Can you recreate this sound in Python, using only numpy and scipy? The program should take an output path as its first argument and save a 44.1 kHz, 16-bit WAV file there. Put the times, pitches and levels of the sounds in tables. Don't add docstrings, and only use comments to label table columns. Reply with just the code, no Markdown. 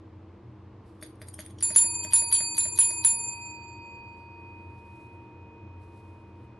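import sys
import numpy as np
from scipy import signal
from scipy.fft import rfft, irfft, next_fast_len
from scipy.io import wavfile

SR = 44100
rng = np.random.default_rng(int(sys.argv[2]) if len(sys.argv) > 2 else 0)


def int16_out(signal):
    q = np.round(np.clip(np.atleast_2d(signal).T, -1, 1) * 32767)
    wavfile.write(sys.argv[1], SR, q.astype(np.int16))


N = 290619

# (frequency [Hz], relative density [dB per Hz])
AIR_SPECTRUM = [(25, -33), (60, -17.5), (100, -6), (145, -22.5), (230, -18), (280, -18), (350, -20.5),
                (520, -24.5), (700, -28.5), (1050, -27), (1400, -36), (2600, -43), (5000, -55),
                (11000, -73.5), (14000, -87)]
# (frequency [Hz], side minus mid [dB])
AIR_WIDTH = [(60, -39.5), (140, -44), (350, -14), (850, -5), (2040, -18), (4940, -1), (11900, -7)]
# (frequency [Hz], bandwidth [Hz], level [dB])
FAN_DRONE = [(90.5, 4, -53.5), (119, 10, -56.5), (198, 16, -63), (313.5, 8, -58.5), (338, 8, -61),
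             (363, 6, -66), (434, 4, -70), (457.5, 4, -69), (481, 4, -72)]
AIR_DB = -52.5

# (loudest time [s], level [dB], swell over 20 dB [s], fade over 20 dB [s])
CLOTH_MOVES = [(.866, -74, .035, 0.33), (4.198, -84, 0.16, 0.1), (5.03, -74.5, 1, 0.32),
               (5.84, -77.5, 0.06, .06), (5.97, -74.5, 0.18, 0.46), (6.45, -83, 0.13, 0.046)]
# (frequency [Hz], relative density [dB per Hz])
CLOTH_SPECTRUM = [(2500, -9.5), (4000, -1), (6500, -9.5), (9500, -6), (11000, -7), (12500, -12.5)]

# (time [s], thump [dB], jingle [dB], dull modes against jingle [dB], tick drive [dB])
PLUNGER_KNOCKS = [(1.0250, -46.5, -38, -5.5, -24), (1.2158, -48.5, -46.5, -1, -25.5),
                  (1.3893, -43.5, -36, -7.5, -22), (1.704, -43, -38.5, -4, -23),
                  (1.842, -44.5, -56, -20, -28.5), (2.047, -43.5, -38, -10.5, -25.5),
                  (2.2204, -46, -50, -2, -29), (2.4042, -45.5, -39, -4, -22), (2.654, -43, -48, -2, -26),
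                  (2.9051, -48.5, -38.5, -8.5, -27.5), (3.1307, -51.5, -49, -15, -41)]
# (time [s], jingle [dB], dull modes against jingle [dB], patter t60 [s])
LOOSE_RATTLES = [(1.0104, -52, -10, 0.048), (1.059, -49, -11, 0.034), (1.152, -57.5, -5, .03),
                 (1.2815, -36.5, -5, 0.019), (1.3375, -34.5, -14.5, 0.047), (1.3988, -45.5, 3, .045),
                 (1.459, -32, -7.5, 0.017), (1.503, -44.5, -6, 0.033), (1.583, -55.5, 5.5, .045),
                 (1.607, -37, 1.5, 0.032), (1.7488, -27.5, -5, 0.07), (1.943, -64, 17, 0.031),
                 (2.0308, -42.5, -7, 0.093), (2.272, -46.5, -14, 0.091), (2.104, -47.5, -1, .045),
                 (2.1211, -22, -8.5, 0.043), (2.3117, -31.5, -1, 0.048), (2.357, -38, -1.5, 0.041),
                 (2.546, -33.5, -10, 0.13), (2.5655, -34, -5.5, 0.089), (2.7567, -32.5, -18, 0.026),
                 (2.7738, -23.5, -10.5, 0.021), (3.037, -32, -7, 0.049), (3.264, -53, -29, 0.063),
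                 (3.287, -47.5, -32, 0.056), (3.325, -57, -3, 0.09)]
# (frequency [Hz], relative level [dB], t60 [s])
FITTING_MODES = [(3198, 0.5, 0.0056), (3540, -7.5, 0.0099), (3580, -12.5, 0.013), (3993, -6.5, 0.026),
                 (4268, -16, 0.015), (4576, -5, 0.018), (4860, -12.5, 0.019), (5360, -9.5, 0.013),
                 (5720, -12, 0.0345), (6160, -14.5, 0.024), (6530, -5, 0.02), (6930, -4, 0.01),
                 (8180, -11, 0.011), (7750, -16, 0.01), (8890, -3.5, 0.048), (9480, 4.5, 0.011),
                 (9600, -7, .025), (10830, -3.5, 0.026), (11290, 0.5, 0.023), (12060, -10.5, 0.012)]
# (frequency [Hz], level against clatter [dB], t60 [s])
WEAK_MODES = [(3500, -25, .18), (3800, -29, .15), (4072, -21.5, .17), (7150, -7, .05), (7420, -24, .12),
              (8889, -25, .25), (10455, -21, .3)]

# (time [s], swing of the top mode [dB], opposite phase of the fourth pair lasts [s], snap against clatter [dB])
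CLAPPER_BLOWS = [(1.6254, -19, 0.0072, 1.5), (1.7605, -11, 0.0033, 1), (2.1340, -13, 0.0062, 4),
                 (2.325, -15.5, 0.03, -2), (2.5805, -19.5, 0.01, 11), (2.788, -12.5, 0.017, 3.5),
                 (3.0477, -14, 0.012, 9)]
# (lower and upper mode of hum, second, third and fourth
# pair [dB] x 8, how far into their beat the second, third and fourth pair start [rad] x 3)
PAIR_SWINGS = [(-53, -57.5, -50.5, -56.5, -49.5, -47, -30, -28, -2.9, 0.8, 0.2),
               (-47.5, -48.5, -43.5, -48, -46, -41.5, -21.5, -28.5, -2, .8, 0.84),
               (-42.5, -53, -46.5, -51, -47.5, -39, -27.5, -25.5, 1.5, 0.6, .45),
               (-46.5, -53.5, -46, -47.5, -36, -42, -21.5, -48, 2.5, 0.45, .1),
               (-53, -50.5, -43, -43.5, -60, -45.5, -24, -29, -1.6, 1, .4),
               (-47.5, -48.5, -41.5, -48, -58, -43, -23.5, -27, 3, 1.1, 0.9),
               (-43.5, -63.5, -41, -48.5, -50, -46, -25, -25, -1.77, 1.5, 0.51)]

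# hum, second, third and fourth pair, top mode, three side tones of the third. (frequency [Hz])
MODE_HZ = [934.6, 963.6, 2488.0, 2489.87, 4600.55, 4608.33, 7250.6, 7255.3, 10374.8, 4592.8, 4616.1,
           4623.85]
# (t60 [s], left minus right [dB], left leads [rad])
MODE_DECAY_AND_PLACE = [(13.5, 2.47, -0.1), (5.3, -1.5, 0.2), (7.9, -5.5, 1.4), (6.1, 3, 2.1),
                        (2.6, -11, -0.35), (2.7, 5, -0.9), (1.08, 1.5, 0.0), (1.05, -0.5, 0.25),
                        (0.47, 0, 0.2), (2.4, 7, -1.7), (2.4, 8, -0.1), (2.4, 4, -1.1)]
MODE_RESTARTS = [0, 0, 1, 1, 1, 1, 1, 1, 1, 1, 1, 1]
MODE_SWING_COLUMN = [0, 1, 2, 3, 4, 5, 6, 7, 11, 5, 5, 5]
MODE_BEAT_COLUMN = {2: 8, 4: 9, 6: 10}
SIDE_TONE_DB = [0, 0, 0, 0, 0, 0, 0, 0, 0, -12, -9, -15.5]
MODE_AHEAD_RAD = [0, 0, 0, 0, 0, 0, 0, 0, 0, -.6, 1.5, -1.2]
MODE_WAVER_DB = [.2, .2, .3, .3, 1.0, 1.0, 1.5, 1.5, .7, 1.0, 1.0, 1.0]
MODE_MUFFLE_DB = [1.5, -3, -2, -1.5, -4, 1.5, -18.5, -26.5, 1, -5.5, -4, -3.5]
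MODE_EARLY_DB = [-2, -2.5, 2, 1.5, -3, 1.5, -7, -2, 2.5, -0.5, -0.5, 0]
EARLY_FADE_S = [0.0493, 0.0081]
MODE_LEVEL_SWING_DB = [0, 0, 0, 0, 0, 0, 3.5, 3.5, 0, 0, 0, 0]
MODE_OPPOSITE_START = [0, 0, 0, 0, 0, 0, 1, 1, 0, 0, 0, 0]

WAVER_PER_S, MUFFLE_S = 35, 0.03
LEVEL_SWING_PER_S, LEVEL_SWING_LAG_S = 22.5, 0.019
OPPOSITE_RAD, OPPOSITE_DB = 3.13, 3
BRIGHT_FROM_HZ = 7500

TOUCHES_PER_S, SHAKE_RISE_S = 520, 0.003
PATTER_T60_S, BLOW_PATTER_T60_S = 0.084, 0.064
BRIGHT_DB = -4
CLATTER_DB = -12.5
HIT_COLOUR_DB = 5.5
BOUNCE_S, BOUNCE_DB, BOUNCE_DULL_DB = 0.022, -15, 6.5
JINGLE_LEAD_S = 0.0025
LEAD_IN_DB, LEAD_IN_S = -12.5, 0.052
SWELL_T60_S = 0.0055
TICK_HZ, TICK_T60_S, TICK_LAG_S = 2026, 0.0023, 0.00089
RATTLE_TICK_DB = 4
PARTS_LOWEST_HZ = 650

THUMP_HZ, THUMP_T60_S = 618, 0.036
THUD_HZ, THUD_T60_S, THUD_DB = 199, 0.058, 4
ROOM_T60_S, ROOM_DB, ROOM_DULL_HZ, ROOM_WIDE_HZ = 0.24, -7.5, 5700, 2000
CUTOFF_HZ = 12700


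def amp(db):
    return 10 ** (np.asarray(db) / 20)


def rms_one(x):
    return x / np.sqrt(np.mean(x ** 2) + 1e-20)


def coloured(points, channels):
    size = next_fast_len(N)
    hz = np.maximum(np.arange(size // 2 + 1) * SR / size, 1)
    at, level_db = np.transpose(points)
    colour = amp(np.interp(np.log(hz), np.log(at), level_db))
    white = rng.standard_normal((channels, size))
    return irfft(rfft(white) * colour, size)[:, :N]


def drift(rate):
    r = np.exp(-2 * np.pi * rate / SR)
    wander = signal.lfilter([1], [1, -2 * r, r * r], rng.standard_normal(N + SR))
    return rms_one(wander[SR:])


def ring(clicks, hz, t60):
    r, w = amp(-60 / (t60 * SR)), 2 * np.pi * hz / SR
    return signal.lfilter([0, np.sin(w)], [1, -2 * r * np.cos(w), r * r], clicks + 1e-18)


def smooth(x, time_s):
    r = np.exp(-1 / (time_s * SR))
    return signal.lfilter([1 - r], [1, -r], x)


def clicks_at(times, db):
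    out = np.zeros(N)
    out[np.round(np.asarray(times) * SR).astype(int)] = amp(db)
    return out


def fan():
    at, level_db = np.transpose(AIR_SPECTRUM)
    width_hz, width_db = np.transpose(AIR_WIDTH)
    side_db = level_db + np.interp(np.log(at), np.log(width_hz), width_db)
    mid = coloured(AIR_SPECTRUM, channels=1)[0]
    side = coloured(np.c_[at, side_db], channels=1)[0]
    air = amp(AIR_DB) / np.std(mid) * (mid + side * [[1], [-1]])
    drone = np.zeros(N)
    for hz, width, tone_db in FAN_DRONE:
        t60 = np.log(1000) / (np.pi * width)
        band = ring(ring(rng.standard_normal(N + SR), hz, t60), hz, t60)
        drone += amp(tone_db) * rms_one(band[SR:])
    return air + drone * amp([[0.15], [-0.15]])


def rustle(patchy_db=1.5):
    t = np.arange(N) / SR
    level = np.zeros(N)
    for peak, db, swell, fade in CLOTH_MOVES:
        distance = np.where(t < peak, (peak - t) / swell, (t - peak) / fade)
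        level += amp(db - 20 * distance)
    mid, side = rms_one(coloured(CLOTH_SPECTRUM, channels=2))
    return level * amp(patchy_db * drift(19)) * (mid + 0.4 * side * [[1], [-1]])


def room(x):
    t = np.arange(SR // 2) / SR
    tail = rng.standard_normal((2, len(t))) * amp(-60 * t / ROOM_T60_S)
    tail *= t > 0.004
    mid, side = signal.sosfilt(signal.butter(1, ROOM_DULL_HZ, fs=SR, output="sos"), tail)
    side = signal.sosfilt(signal.butter(2, ROOM_WIDE_HZ, "high", fs=SR, output="sos"), side)
    tail = (mid + side * [[1], [-1]]) / np.sqrt(np.sum(mid ** 2 + side ** 2))
    return amp(ROOM_DB) * signal.fftconvolve(x[None], tail, axes=1)[:, :N]


def thumps(times, db):
    thud = ring(clicks_at(times, db + THUD_DB), THUD_HZ, THUD_T60_S)
    once = ring(clicks_at(times, db), THUMP_HZ, THUMP_T60_S)
    level = 2 * np.e * np.log(1000) / (THUMP_T60_S * SR)
    return thud + level * ring(once, THUMP_HZ, THUMP_T60_S)


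def shaking(times, db, t60):
    t, out = np.arange(SR // 5) / SR, np.zeros(N)
    for start, level_db, fall in zip(times, db, t60):
        at = round(start * SR)
        out[at - len(t):at] += amp(level_db + LEAD_IN_DB - 60 * t[::-1] / LEAD_IN_S)
        rise = 1 - np.exp(-t / SHAKE_RISE_S)
        out[at:at + len(t)] += rise * amp(level_db - 60 * t / np.clip(fall, 0.01, 0.15))
    return out


def contacts(times, uneven_db=4.5):
    force_db = uneven_db * np.minimum(rng.exponential(1, N), 3) - 12.5
    touches = (rng.random(N) < TOUCHES_PER_S / SR) * amp(force_db)
    return touches + clicks_at(times + SHAKE_RISE_S, 0.7)


def fittings():
    rattles, knocks, blows = np.array(LOOSE_RATTLES), np.array(PLUNGER_KNOCKS), np.array(CLAPPER_BLOWS)
    blow_s, clatter_db = blows[:, 0], blows[:, 1] + CLATTER_DB
    bounces = [(s + BOUNCE_S, db + BOUNCE_DB, BOUNCE_DULL_DB, PATTER_T60_S)
               for s, db in zip(blow_s, clatter_db)]
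    rattles = np.r_[rattles, bounces]
    rattle_s, rattle_db, rattle_dull_db, rattle_t60 = rattles.T
    knock_s, _, knock_db, knock_dull_db, knock_tick_db = knocks.T

    times = np.r_[rattle_s, knock_s - JINGLE_LEAD_S, blow_s]
    t60s = np.r_[rattle_t60, np.full(len(knocks), PATTER_T60_S), np.full(len(blows), BLOW_PATTER_T60_S)]
    bright_db = np.r_[rattle_db + BRIGHT_DB, knock_db + BRIGHT_DB, clatter_db - 17.5]
    dull_db = np.r_[rattle_db + rattle_dull_db, knock_db + knock_dull_db, clatter_db - 13.5]
    colour_db = HIT_COLOUR_DB * rng.standard_normal((len(times), len(FITTING_MODES)))
    touches = contacts(times)
    patter = np.zeros(N)
    for k, (hz, level_db, t60) in enumerate(FITTING_MODES):
        hit_db = (bright_db if hz > BRIGHT_FROM_HZ else dull_db) + colour_db[:, k]
        drive = shaking(times, hit_db, t60s) * touches * rng.standard_normal(N)
        patter += amp(level_db) * ring(ring(drive, hz, t60), hz, SWELL_T60_S)
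    patter *= 3 * np.log(1000) / (SWELL_T60_S * SR)

    tick_s = np.r_[rattle_s + SHAKE_RISE_S, knock_s + TICK_LAG_S, blow_s]
    tick_db = np.r_[rattle_db + rattle_dull_db + RATTLE_TICK_DB, knock_tick_db, clatter_db - 12]
    once = ring(clicks_at(tick_s, tick_db), TICK_HZ, TICK_T60_S)
    ticks = amp(-20) * ring(once, TICK_HZ, TICK_T60_S)

    steel = clicks_at(blow_s, clatter_db)
    crack = amp(7.5) * ring(steel, 2700, 0.0008) + amp(-4.0) * ring(steel, 10960, 0.0012)
    snap = clicks_at(blow_s, clatter_db + blows[:, 3])
    crack += amp(3.5) * ring(snap, 9173, 0.0069)
    thin = signal.butter(2, PARTS_LOWEST_HZ, "high", fs=SR, output="sos")
    return signal.sosfilt(thin, patter + ticks + crack)


def overtones():
    blows = np.array(CLAPPER_BLOWS)
    luck_db = rng.normal(0, 2.5, (len(blows), len(WEAK_MODES)))
    out = np.zeros(N)
    for k, (hz, db, t60) in enumerate(WEAK_MODES):
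        strike_db = blows[:, 1] + CLATTER_DB + db + luck_db[:, k]
        out += ring(clicks_at(blows[:, 0], strike_db), hz, t60)
    return out


def dome(rise_s=0.000506, muffle_rise_s=0.003):
    blows, t, out = np.array(CLAPPER_BLOWS), np.arange(N) / SR, np.zeros((2, N))
    blow_s = blows[:, 0]
    swings = np.c_[PAIR_SWINGS, blows[:, 1]]
    last = np.searchsorted(blow_s, t) - 1
    since = np.maximum(t - blow_s[np.maximum(last, 0)], 0)
    until = np.r_[blow_s, np.inf][last + 1] - t
    muffled = smooth(1.0 * (until < MUFFLE_S), muffle_rise_s) * (since > MUFFLE_S)
    level_swing = np.cos(2 * np.pi * LEVEL_SWING_PER_S * (since - LEVEL_SWING_LAG_S))
    for k, (hz, (t60, pan_db, lead)) in enumerate(zip(MODE_HZ, MODE_DECAY_AND_PLACE)):
        swing_db = swings[last, MODE_SWING_COLUMN[k]] + SIDE_TONE_DB[k] - 60 * since / t60
        swing_db += MODE_MUFFLE_DB[k] * muffled
        swing_db += MODE_EARLY_DB[k] * np.exp(-since / EARLY_FADE_S[int(hz > BRIGHT_FROM_HZ)])
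        swing_db += MODE_LEVEL_SWING_DB[k] * level_swing
        swing = smooth((last >= 0) * amp(swing_db), rise_s)
        swing = swing * amp(MODE_WAVER_DB[k] * drift(WAVER_PER_S))

        clock = since if MODE_RESTARTS[k] else t - blow_s[0]
        phase = MODE_AHEAD_RAD[k] + 2 * np.pi * hz * clock
        if k in MODE_BEAT_COLUMN:
            phase = phase + swings[last, MODE_BEAT_COLUMN[k]]
        opposite = smooth(1.0 * (since < MODE_OPPOSITE_START[k] * blows[last, 2]), rise_s)
        swing = swing * amp(OPPOSITE_DB * opposite)
        lead = lead + OPPOSITE_RAD * opposite
        for side, sign in enumerate((1, -1)):
            out[side] += amp(sign * pan_db / 2) * swing * np.sin(phase + sign * lead / 2)
    return out


def scene():
    knocks = np.array(PLUNGER_KNOCKS)
    base = thumps(knocks[:, 0], knocks[:, 1])
    parts = fittings() + overtones()
    direct_parts = parts * amp([[0.3], [-0.3]])
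    return fan() + rustle() + base + direct_parts + room(parts) + dome()


def record(dry):
    return signal.sosfilt(signal.cheby2(8, 34, CUTOFF_HZ, fs=SR, output="sos"), dry)


dry = scene()
out = record(dry)
int16_out(out)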